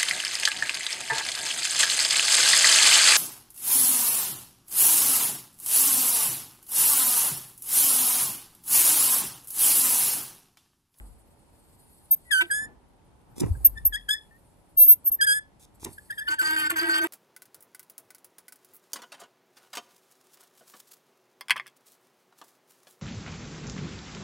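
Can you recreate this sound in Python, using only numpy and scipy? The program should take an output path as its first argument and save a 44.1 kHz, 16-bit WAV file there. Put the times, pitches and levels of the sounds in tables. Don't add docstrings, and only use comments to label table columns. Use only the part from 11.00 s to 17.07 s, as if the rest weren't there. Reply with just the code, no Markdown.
import sys
import numpy as np
from scipy import signal
from scipy.fft import rfft, irfft
from scipy.io import wavfile
from scipy.ndimage import uniform_filter1d

SR = 44100
rng = np.random.default_rng(int(sys.argv[2]) if len(sys.argv) > 2 else 0)


def gain_from_db(level_db):
    decades = np.asarray(level_db, float) / 20
    return 10 ** decades


def output_pcm(signal):
    pcm = np.clip(np.atleast_2d(signal).T, -1, 1) * 32767
    wavfile.write(sys.argv[1], SR, np.round(pcm).astype(np.int16))


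N = 267775
T, HZ = np.arange(N) / SR, np.fft.rfftfreq(N, 1 / SR)

HOLD_STARTS = [1.46, 2.2, 3.6, 4.6]
HOLD = np.searchsorted(HOLD_STARTS, T)


def evened(x):
    return x / np.sqrt(np.mean(x ** 2) + 1e-20)


def noise():
    return rng.standard_normal(N)


def read(points, hz):
    f, value = np.transpose(points)
    return np.interp(np.log(hz + 1), np.log(f + 1), value)


def follow(points):
    return np.interp(T, *np.transpose(points))


def coloured(x, points):
    return evened(irfft(rfft(x) * gain_from_db(read(points, HZ)), N))


def slow(hz):
    return evened(irfft(rfft(noise()) / (1 + (HZ / hz) ** 4), N))


def resonate(x, hz, width):
    turn = np.exp(2j * np.pi * np.cumsum(hz * np.ones(N)) / SR)
    r = np.exp(-np.pi * width / SR)
    return 2 * (turn * signal.lfilter([1 - r], [1, -r], x / turn + 1e-18)).real


def bumps(rows):
    return sum(db * np.exp(-((T - s) / width) ** 2) for s, db, width in rows)


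def strikes(rows, fade_s):
    return sum(gain_from_db(db) * np.exp(-np.clip(T - s, 0, 1) / fade_s) * (T >= s) for s, db in rows)


def patchy(x, depth_db, size, above_hz):
    hz, t, z = signal.stft(x, SR, nperseg=512)
    patches = uniform_filter1d(rng.standard_normal(z.shape), size=14, axis=0)
    patches = evened(uniform_filter1d(patches, size=size, axis=1))
    return signal.istft(z * gain_from_db(depth_db * patches * (hz[:, None] > above_hz)), nperseg=512)[1][:N]


def controls(tables, axis=2):
    rows = np.concatenate(tables)
    s, *columns = rows[np.argsort(rows[:, 0])].T
    out = np.array([np.interp(T, s, c) for c in columns])
    best = np.full(N, -np.inf)
    for s, *columns in map(np.transpose, tables):
        part = slice(*np.searchsorted(T, [s[0] - .002, s[-1] + .002]))
        new = np.array([np.interp(T[part], s, c) for c in columns])
        out[:, part] = np.where(new[axis - 1] > best[part], new, out[:, part])
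        best[part] = out[axis - 1, part]
    return uniform_filter1d((best > -np.inf) * 1., 130), *uniform_filter1d(out, 70)


def chained(rows, rule, lead, tail):
    tables = [rule(*rows[0])]
    for row in rows[1:]:
        if row[0] < tables[-1][-tail][0]:
            tables.append(tables.pop()[:-tail] + rule(*row)[lead:])
        else:
            tables.append(rule(*row))
    return tables


def hum():
    # pitch_hz, level_db per Hz
    air_tone = [(15, -31.5), (25, -0.5), (64, 0.5), (332, -9), (412, -12), (633, -15.5), (875, -11.5),
                (1120, -20), (1720, -25.5), (5460, -35), (10200, -38), (12900, -54), (15600, -57.5)]
    # pitch_hz, likeness
    likeness = [(60, 0.87), (180, 0.11), (550, 0.42), (1650, 0.068), (4970, 0.086), (15000, 0.41)]
    # time_s, gain_db, width_s
    rustles = [
        (0.0, 7, 0.077),
        (1.65, 8.5, 0.12),
        (2.55, 7, 0.25),
        (4.11, 6, 0.063),
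    ]
    stir = gain_from_db(bumps(rustles)) - 1
    a, b = rfft(rng.standard_normal((2, N)))
    same = np.clip(read(likeness, HZ), -1, 1)
    z = np.array([a, same * a + np.sqrt(1 - same ** 2) * b]) * gain_from_db(read(air_tone, HZ))
    band = irfft(z[0] * (HZ > 200) * (HZ < 1000), N).std()
    air = (irfft(z, N) + stir * irfft(z / (1 + (HZ / 1900) ** 4), N)) / band
    mains = gain_from_db(-77 + 3 * slow(3)) * np.sin(2 * np.pi * 576 * T)
    return gain_from_db(-63.5 + 0.45 * slow(27)) * air + mains


def walls(x):
    # pitch_hz, t60_s
    decay = [(1600, 0.23), (4200, 0.21), (7000, 0.13), (13000, 0.11)]
    # pitch_hz, level_db
    wall_tone = [(1600, -6), (3000, 0), (10000, 0), (13000, -5)]
    taps = np.zeros(SR // 2)
    at = np.arange(300, len(taps) - 20, 20)
    taps[at + rng.integers(0, 20, len(at))] = rng.choice([-1., 1.], len(at))
    hz, t, z = signal.stft(taps, SR, nperseg=256)
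    tail = signal.istft(z * gain_from_db(-60 * t / read(decay, hz)[:, None]), SR, nperseg=256)[1]
    x = irfft(rfft(x) * gain_from_db(read(wall_tone, HZ)), N)
    return signal.fftconvolve(x, tail / np.linalg.norm(tail))[:N]


def ports(x):
    # pitch_hz, lead_rad, balance_db
    differences = [
        [(310, -6, -2), (1560, -1.74, -5.5), (3120, 3, 1.5), (4700, -2, -2), (6230, 0.5, -5.5)],
        [(300.6, -0.95, -15.5), (1720, -2, -1), (3420, -1.4, 1.5), (5270, -0.36, -6.5), (7350, -0.32, -2)],
        [(300, 2.5, -2), (1700, 4.5, 3), (3500, 1.73, 3.5), (5270, -2, -1.5), (6596, -6, -3.5)],
        [(299, 11, 25), (1650, -2.5, -0.6), (3360, -1.36, 1.5), (4950, -1.5, -2.5), (6500, 0.8, -2.5)],
        [(324, 0.4, -3), (1118, 1, -3.5), (1545, -2.5, 0), (2008, 1.5, 2.5), (3000, -2.5, 0), (4170, 1.5, 0),
         (5500, 0.92, -4.5)],
    ]
    treble = [(8200, 0, 0), (10100, .65, 0), (11800, 1.45, 0), (13200, 2.07, 0), (15000, 2.7, 0)]
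    side = np.zeros(N)
    for k, table in enumerate(differences):
        hz, lead, db = np.transpose(table + treble)
        ratio = gain_from_db(db) * np.exp(1j * lead)
        ratio = (ratio - 1) / (ratio + 1)
        shape = read(np.c_[hz, ratio.real], HZ) + 1j * read(np.c_[hz, ratio.imag], HZ)
        side += irfft(rfft(x * (HOLD == k)) * shape, N)
    return np.array([x + side, x - side])


def blow(s, db, hz, fade):
    return [(s - 0.064, db - 8.5, hz), (s, db, hz),
            (s + 0.3 * fade, db - 5.5, 0.95 * hz), (s + fade, db - 40.5, 0.84 * hz)]


def puffs():
    # peak_s, level_db, centre_hz, fade_s
    puff_rows = [
        (0.0, -39.5, 58.7, 0.34),
        (2.501, -27, 85.8, 0.23),
        (2.619, -34.5, 56.8, 0.72),
        (2.85, -33.5, 52, .3),
        (4.873, -45.5, 100.4, 0.21),
    ]
    # time_s, peak_db, pitch_hz
    gusts = [(2.457, -22.5, 105), (2.487, -29, 61), (2.517, -15, 68), (2.416, -27, 170), (2.471, -35, 330),
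             (2.549, -33, 74.6), (2.572, -25.5, 84), (2.763, -35.5, 64)]
    gate, db, hz = controls([blow(*row) for row in puff_rows], axis=1)
    a, b = (evened(resonate(resonate(noise(), 0.68 * hz, 28), 0.914 * hz, 15.0)) for _ in "ab")
    a = evened(a / (abs(signal.hilbert(a)) + .2) ** .6)
    push = sum(gain_from_db(p) * np.exp(-((T - s) * f / 0.57) ** 2) * -np.sin(2 * np.pi * f * (T - s) + 2.3)
               for s, p, f in gusts)
    gate = uniform_filter1d(gate, 900)
    mid = gate * gain_from_db(db - 2.5) * a + push
    side = gate * gain_from_db(db - 9) * b
    return np.array([mid + side, mid - side])


def swish():
    # time_s, level_db
    strength = [
        [(0, -65), (.25, -72), (.5, -69.5), (.9, -65), (1.3, -66), (1.5, -61), (1.7, -84.5), (2.33, -77),
         (2.5, -58), (2.8, -67), (3.4, -72.5), (3.6, -74), (4.1, -71), (4.45, -80.5), (4.8, -79), (4.9, -60),
         (5.3, -65.5)],
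    ]
    # pitch_hz, level_db per Hz
    tone = [(2350, -39.5), (4000, -15), (4350, -4.5), (6080, -17.5), (7990, -2.5), (10300, 0), (13500, -6),
            (14200, -28), (15500, -59.5)]
    # time_s, centre_hz
    whirr = [(0, 9220), (.6, 8600), (1.1, 10260), (2.5, 9300), (3.3, 9940), (4.8, 9080)]
    # time_s, gain_db, width_s
    whisks = [
        (4.755, 17.5, 0.014),
        (4.935, 9, 0.011),
    ]
    gate, db = controls(strength, axis=1)
    air = noise()
    air = air + gain_from_db(2) * resonate(air, follow(whirr), 3100)
    lumps = patchy(air, 3, 7, 6500)
    return gain_from_db(db + bumps(whisks) + 1.8 * slow(25)) * coloured(lumps, tone) * (T < 5.3)


def rub(s, drag, thud_db, hiss_db):
    touch_db = -57.5
    return [(s - drag, thud_db - 34.5, max(hiss_db - 34.5, touch_db - 4.5)),
            (s - 0.013, thud_db - 20, max(hiss_db - 20, touch_db)),
            (s, thud_db - 5.0, hiss_db),
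            (s + 0.005, thud_db, hiss_db - 33.5), (s + 0.09, thud_db - 20, hiss_db - 34.5)]


def fingers():
    # release_s, drag_s, thud_db, hiss_db
    rubs = [
        (2.383, .02, -39, -50.5),
        (2.408, 0.048, -31, -29.5),
        (4.653, .055, -74, -54),
        (4.851, .052, -41, -30),
    ]
    # pitch_hz, level_db per Hz
    skin_tone = [(1470, -31), (2500, -5.5), (3100, -32), (3320, -3.5), (3720, 0), (4210, -8.5), (5900, 0.5),
                 (10500, 1.5), (15600, -14)]
    thud_tone = [(59, -40.5), (100, -2), (225, -2.5), (340, 3.5), (592, -16.5), (921, -5.5), (1560, -28),
                 (1880, -20), (2530, -26.5), (3000, -32.5), (3900, -82), (6600, -120)]
    # time_s, peak_db
    nail_ticks = [(2.3815, -30), (2.4045, -35), (2.4065, -33), (2.4085, -34), (2.4184, -40), (2.4329, -40),
                  (2.4624, -43), (4.7985, -46), (4.8469, -33), (4.8505, -30)]
    # time_s, gain_db, width_s
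    knocks = [(2.364, 6, 0.0037), (2.414, -1, 0.0045), (2.436, 2.5, 0.0034), (2.448, 4.5, 0.0055),
              (4.832, 24, 0.0036), (4.865, 10.5, 0.0095), (4.892, 3, 0.0044), (4.915, 3, 0.0057)]
    gate, thud_db, hiss_db = controls([rub(*row) for row in rubs])
    hiss = coloured(gain_from_db(3 * slow(400)) * noise(), skin_tone)
    thud = coloured(gain_from_db(4.1 * slow(100)) * noise(), thud_tone)
    ticks = gain_from_db(-9.0) * strikes(nail_ticks, 0.00087)
    return gate * (gain_from_db(hiss_db) * hiss + gain_from_db(thud_db + bumps(knocks)) * thud) + ticks * hiss


def bite(s, length, rattle_db, grit_db):
    shape = [(s - 0.0066, -25.5), (s, 0), (s + length, 0), (s + length + 0.012, -25.5)]
    return [(t, rattle_db + d, grit_db + d) for t, d in shape]


def chatter(phase):
    # start_s, length_s, rattle_db, grit_db
    bouts = [(1.41, 0.013, -42.5, -38), (5.281, 0.065, -49, -46.5), (5.415, 0.14, -45, -42),
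             (5.562, 0.11, -44, -41.5), (5.7, .006, -46.5, -36), (5.708, 0.0091, -38, -44),
             (5.721, 0.026, -49.5, -65.5), (5.761, 0.07, -45, -41), (5.828, 0.077, -45, -47.5),
             (5.886, 0.11, -42, -42.5), (6.017, .07, -44, -43)]
    # time_s, rocking_hz, drone_db
    rocking_bouts = [
        [(1.4, 338.4, -75), (1.412, 333.2, -48.5), (1.422, 333.7, -40.5), (1.436, 339.7, -39.5),
         (1.47, 330.4, -53.5)],
        [(5.27, 321.5, -77), (5.282, 337, -84), (5.298, 323.2, -48), (5.346, 314.2, -50.5), (5.362, 310.8, -69),
         (5.37, 321.7, -66)],
        [(5.4, 325, -86), (5.42, 333.5, -39.5), (5.49, 319.2, -51), (5.546, 317.9, -41), (5.658, 317.6, -47),
         (5.69, 314, -49)],
        [(5.695, 317.5, -62), (5.729, 332.4, -33.5), (5.795, 311.9, -54), (5.823, 343, -35),
         (5.979, 320.7, -38), (6.065, 338, -31)],
    ]
    # pitch_hz, level_db
    rattle_tone = [(500, -60.5), (770, -32.5), (920, -2), (1200, -6.5), (1900, 0), (2200, -2.5), (2600, -7),
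                   (3300, -8.5), (3850, -5), (4400, -19), (5400, -38.5)]
    grit_tone = [(4200, -12), (5200, -10), (6600, -12.5), (7900, -6), (9800, -8.5), (13100, -11),
                 (14300, -16), (15900, -25)]
    # time_s, ratio
    looseness = [(1.42, 1.3), (5.3, 1.0), (5.42, .8), (5.5, .45), (5.6, .35), (5.65, .7), (5.71, 1.3),
                 (5.8, 1.1), (5.97, 1.2), (6.07, .7)]
    # time_s, depth_db, width_s
    stutter = [
        (5.853, -9.5, 0.039),
    ]
    # time_s, level_db above the grit
    jolts = [(5.815, 8), (5.8248, 11), (5.8319, 14.5), (5.842, 9), (5.8517, 10), (5.86, 10), (5.8681, 10.5),
             (5.8785, 10.5), (5.888, 7), (5.896, 7.5)]
    gate, rattle_db, grit_db = controls([bite(*row) for row in bouts])
    rocking, hz, drone_db = controls(rocking_bouts)
    rock = 2 * np.pi * np.cumsum(hz * (1 + .018 * slow(65))) / SR
    stroke = .35 + np.exp(-(rock / (2 * np.pi) % 1) / .3)
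    spray = stroke * gain_from_db(3 * slow(110)) * noise()
    sides = sum(gain_from_db((4 if k < 0 else 2.5) * slow(40) - 2 * abs(k)) * np.sin(phase + k * rock + k * k)
                for k in range(-3, 9) if k)
    rattle = coloured(evened(sides) + follow(looseness) * evened(spray), rattle_tone)
    drone = gain_from_db(drone_db + 2.5 * slow(30)) * np.sqrt(2) * np.sin(rock)
    octave = gain_from_db(1.6 * drone_db + 11 + 2 * slow(30)) * np.sin(2 * rock + 1)
    stack = sum(gain_from_db(5.5 * slow(30)) * np.sin(k * phase + k * k) for k in range(4, 10))
    grit = coloured(evened(spray) + .35 * evened(stack), grit_tone)
    upper = resonate(resonate(grit, 11500, 5000), 11500, 7000)
    grit = gain_from_db(3.2 * slow(35)) * upper + gain_from_db(3.2 * slow(35)) * (grit - upper)
    grit, rattle = patchy(grit, 3, 5, 4000), patchy(rattle, 2.5, 6, 2000)
    grit_db = grit_db + bumps(stutter) + 20 * np.log10(1 + strikes(jolts, 0.0017))
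    return rocking * (drone + octave) + gate * (gain_from_db(rattle_db + 7.5) * rattle + gain_from_db(grit_db) * grit)


def slip(s, length, db, hz, bright_db, climb_hz=None, sag_db=-4, creep_db=-25):
    over, end = db + bright_db, s + length
    sharp_hz, gone_db, bare_db = 151.3, -49.5, -36
    end_hz = hz + (2200 * min(length, 0.026) if climb_hz is None else climb_hz)
    return [(s - .028, hz + sharp_hz, db + gone_db, over + 2 * bare_db),
            (s - .0055, hz + sharp_hz, db + creep_db, over + bare_db),
            (s, hz, db, over),
            (end, end_hz, db + sag_db, over - 2),
            (end + 0.0056, end_hz + sharp_hz / 2, db - 9, over + 0.78 * bare_db),
            (end + 0.026, end_hz, db + gone_db, over + 2 * bare_db)]


def rough_bouts():
    # catch_s, length_s, level_db, slip_rate_hz, end_slip_rate_hz
    bouts = [
        (5.28, .065, -34, 1490, 1540),
        (5.432, .122, -33, 1550, 1580),
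        (5.564, .114, -34, 1560, 1510),
        (5.7, .012, -31, 1500, 1400),
        (5.763, .055, -32.5, 1574, 1550),
        (5.833, 0.055, -35, 1593, 1590),
        (5.896, 0.15, -32, 1522, 1550),
    ]
    return controls([slip(s, length, db, hz, 0, end_hz - hz, -1.5, -14)
                     for s, length, db, hz, end_hz in bouts])


def slips():
    return 2 * np.pi * np.cumsum(rough_bouts()[1] * (1 + 0.0093 * slow(120))) / SR


def squeal(phase):
    # time_s, gain_db, width_s
    rings = [
        (5.29, 16.5, 0.0056),
        (5.462, 18.5, 0.011),
        (5.51, 4, 0.011),
        (5.6, 8, 0.15),
        (5.8, 21, 0.0065),
        (5.94, 15.5, 0.038),
    ]
    # time_s, gain_db, width_s
    yelps = [
        (5.284, 24.5, 0.009),
        (5.6, 20, 0.048),
    ]
    gate, hz, db, ring_db = rough_bouts()
    ring_db = np.maximum(ring_db, db - 18) - 14 + bumps(rings)
    fuzz = evened(resonate(resonate(noise(), 4510, 310), 4600, 470))
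    ring = .8 * gain_from_db(2 * slow(80)) * np.sin(3 * phase) + .55 * gain_from_db(3 * slow(30)) * fuzz
    tone = np.sin(phase) + gain_from_db(bumps(yelps) - 29.0) * np.sin(2 * phase)
    return gate * (gain_from_db(db + 2.0 * slow(76)) * np.sqrt(2) * tone + gain_from_db(ring_db) * ring)


def housing(x):
    # time_s, null_hz
    turning = [(5.2, 4004), (5.3, 3890), (5.48, 3800), (5.55, 4040), (5.65, 3970), (5.8, 3800),
               (6.05, 4030)]
    # null_hz, width_hz
    dips = [(5720, 270), (6600, 114)]
    for _ in "ab":
        x = x - resonate(x, follow(turning), 320)
    cuts = [1 - .8 * np.exp(-((HZ - f) / w) ** 2) for f, w in dips]
    return irfft(rfft(x) * np.prod(cuts, axis=0), N)


def sing(s, length, db, hz, end_hz):
    end = s + length
    return [(s - .0065, hz + 150, db - 33), (s, hz, db - 5.5), (s + 0.15 * length, (hz + end_hz) / 2, db),
            (end, end_hz, db - 9.5), (end + 0.01, end_hz, db - 33)]


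def whistle():
    # catch_s, length_s, level_db, pitch_hz, end_pitch_hz
    chirps = [
        (1.112, 0.035, -17.5, 13180, 13160),
        (2.853, 0.014, -17.5, 13000, 12970),
        (2.864, 0.016, -17.5, 13170, 12810),
    ]
    # time_s, pitch_hz, level_db
    warbles = [
        [(2.645, 13150, -37.5), (2.65, 12950, -13), (2.661, 13050, -13), (2.671, 13250, -20.5),
         (2.678, 13200, -39)],
        [(3.769, 13120, -39), (3.777, 13000, -21.5), (3.789, 13200, -19), (3.825, 13274, -13.5),
         (3.875, 13000, -27)],
        [(3.877, 12870, -24), (3.889, 13420, -14), (3.915, 13330, -13.5), (3.931, 13180, -18.5),
         (3.948, 13400, -37)],
        [(4.046, 12917, -39.5), (4.064, 13060, -26.5), (4.078, 12920, -19), (4.094, 12900, -29),
         (4.104, 13130, -44.5)],
        [(4.116, 13370, -37), (4.119, 13080, -25), (4.13, 13050, -28), (4.153, 12920, -28.5),
         (4.16, 12800, -44)],
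    ]
    # pitch_hz, level_db per Hz
    splash_tone = [(9500, -29.5), (11000, 0.5), (14800, -4.5), (15800, -37.0)]
    gate, hz, db = controls(chained(chirps, sing, 1, 2) + warbles)
    db = np.minimum(db + .9 * np.minimum(db + 30, 0), -13)
    turns = np.cumsum(hz * (1 + 0.0012 * slow(120))) / SR
    growth = np.maximum(uniform_filter1d(np.gradient(gain_from_db(db)), 150) * SR / 100, 0)
    splash = gain_from_db(-33.5) * growth * coloured(noise(), splash_tone)
    return gate * (gain_from_db(db + .4 * slow(150)) * np.sqrt(2) * np.sin(2 * np.pi * turns) + splash)


def squeaks():
    # catch_s, length_s, level_db, slip_rate_hz, overtones_db above level
    slip_bouts = [(1.316, .04, -23, 1716, -10.5), (1.323, .04, -24, 1665, -7.5), (1.333, .04, -23.5, 1599, -3.5),
                  (1.346, .04, -22.5, 1556, -11.5), (1.365, .04, -24, 1525, -12.5),
                  (1.385, .04, -26.5, 1514, -8), (1.398, .04, -22.5, 1543, -18), (1.42, 0.0027, -26, 1514, -20),
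                  (1.514, .05, -27, 1609, -0.5), (1.528, .05, -29, 1650, -5), (1.548, .12, -33, 1692, -0.5),
                  (1.645, .012, -41, 1737, -4.5), (2.777, 0.0085, -40, 1769, -9), (2.938, .03, -41, 1650, 6.5),
                  (2.946, .03, -33.5, 1639, 1.5), (2.96, .03, -34, 1698, 0.5), (3.092, .03, -26, 1614, -2),
                  (3.102, .03, -33.5, 1704, 0.5), (3.11, .03, -28.5, 1682, 5.5), (3.122, .03, -39.5, 1744, 7.5),
                  (3.14, .03, -32.5, 1709, 5.5), (3.15, 0.0043, -36, 1793, -17.5), (4.213, .02, -31, 1634, 4.5),
                  (4.222, .02, -27.5, 1614, 3.5), (4.231, .02, -26, 1633, -1), (4.239, .02, -40.5, 1678, 13),
                  (4.247, .004, -29.5, 1704, 1.5), (4.272, .03, -29.5, 1630, 1), (4.292, .05, -28.5, 1629, 0.5),
                  (4.328, .03, -29.5, 1649, 3.5), (4.344, .04, -37, 1695, 3), (4.374, .03, -35, 1714, -1),
                  (4.388, 0.0044, -40, 1700, -1), (5.108, .008, -35.5, 1624, -7.5), (5.183, .02, -39, 1700, -5),
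                  (5.195, .006, -38, 1620, -2.5), (5.207, .02, -40.5, 1720, -16), (5.219, 0.012, -36, 1720, -16),
                  (5.394, .03, -31.5, 1560, -2), (5.413, .004, -30.5, 1520, -10.5),
                  (1.251, .06, -73.5, 1975, -34), (1.303, .02, -57.5, 1930, -31.5),
              (1.503, .02, -36.5, 1750, -22), (1.31, .02, -32, 1879, -13.5),
              (2.553, 0.0044, -53.5, 1587, -19), (2.649, .01, -53, 1807, -34.5),
              (2.926, .02, -37, 1720, -15.5), (2.971, 0.004, -38.5, 1876, -29.5),
              (3.312, .055, -61.5, 1787, -23.5), (4.19, .03, -54.5, 1795, -48),
              (4.207, .02, -33, 1780, -21), (4.263, .02, -40, 1700, -11.5),
              (5.126, .005, -36.5, 1790, -14.5), (5.259, .02, -51.5, 1797, -38),
              (5.273, .003, -36, 1742, -14), (5.385, .02, -39.5, 1717, -17), (5.403, .02, -28.5, 1518, -9),
                  (1.58, .1, -33, 1702, -4.5), (1.606, .1, -35.5, 1735, -10.5), (1.63, .1, -39.5, 1758, -4.5),
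            (2.755, .03, -65.5, 1785, -24), (3.086, .02, -43.5, 1700, -5),
            (4.983, 0.0046, -44.5, 1650, -7.5), (5.101, .02, -43.5, 1746, -19),
            (5.175, .02, -47, 1787, -18)]
    stacks = [
        [-14.5, -15.5, -17.5, -14.5, -9.5, -15, -21.5, -22],
        [-22.5, -10.5, -2.5, -2, -2.5, -14, -29, -70.5],
        [0, -8, -11.5, -7, -16, -15.5, -9.5, -45],
        [-5.5, -3.5, -16, -3.5, -5.5, -15.5, -19.5, -26],
        [-4, -8.5, -20, -10.5, -7.5, -14, -11, -20],
    ]
    roughness = [.33, .1, .22, .08, .55]
    # null_hz, width_hz, depth_db
    path_nulls = [
        [(3120, 150, -10), (4700, 26, -9.5)],
        [(3340, 170, 13.5), (6450, 270, -23.5)],
        [(5000, 83, -15), (6800, 56, -10.5)],
        [(5146, 170, -11.5), (3440, 40, -13)],
        [(3140, 150, -10), (3090, 170, -11)],
    ]
    tops = [14250, 14300, 13000, 15000, 14200]
    # pitch_hz, level_db per Hz
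    grit_tone = [(1200, -21.5), (2500, 0.5), (4500, -8), (6000, -16), (8000, -1.5), (13500, 0.5),
                 (14800, -31)]
    gate, hz, db, over_db = controls(chained(sorted(slip_bouts), slip, 2, 3))
    over_db = over_db + .7 * np.minimum(over_db + 50, 0)
    rough = np.array(roughness)[HOLD]
    phase = 2 * np.pi * np.cumsum(hz * (1 + 0.024 * rough * slow(340))) / SR
    heights = gain_from_db(np.array(stacks))
    heights = heights / np.linalg.norm(heights[:, :6], axis=1, keepdims=True)
    dull = 0.18 * np.clip(over_db + 41, -20, 0)
    null_hz, width_hz, depth_db = np.array(path_nulls)[HOLD].T
    top_hz = np.array(tops)[HOLD]
    over = 0
    for k, height in enumerate(heights.T):
        pitch = (k + 2) * hz
        null_db = (depth_db * np.exp(-((pitch - null_hz) / width_hz) ** 2)).sum(0)
        level = height[HOLD] * gain_from_db(1.6 * slow(60) + null_db + k * dull)
        over = over + level / (1 + (pitch / top_hz) ** 24) * np.sin((k + 2) * phase + k * k)
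    catch = np.clip(uniform_filter1d(np.gradient(over_db), 200) * 3 - .06, 0, 0.18)
    grit = (.55 * rough ** 2 + catch) * (1 + np.cos(phase)) * coloured(noise(), grit_tone)
    tone = gain_from_db(db + 1.4 * rough * slow(260)) * np.sin(phase)
    return gate * np.sqrt(2) * (tone + gain_from_db(over_db) * (over + grit))


def scene():
    hold_room_db = [-1.5, -1, 0, -6, -0.5]
    phase = slips()
    near = whistle() + squeaks() + housing(squeal(phase) + chatter(phase)) + fingers()
    room = gain_from_db(-14.5) * walls(near * gain_from_db(hold_room_db)[HOLD])
    spread = gain_from_db(-25.5) * walls(resonate(near, 2500, 4000)) * [[1], [-1]]
    return ports(near + room + swish()) + spread + puffs() + hum()


def band_limit(x):
    return signal.sosfilt(signal.butter(12, 15770, fs=SR, output="sos"), x)


def record(dry):
    edges = HZ ** 4 / (HZ ** 4 + 30 ** 4) / (1 + (HZ / 15300) ** 40)
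    return band_limit(irfft(rfft(dry) * edges, N))


dry = scene()
out = record(dry)
output_pcm(out)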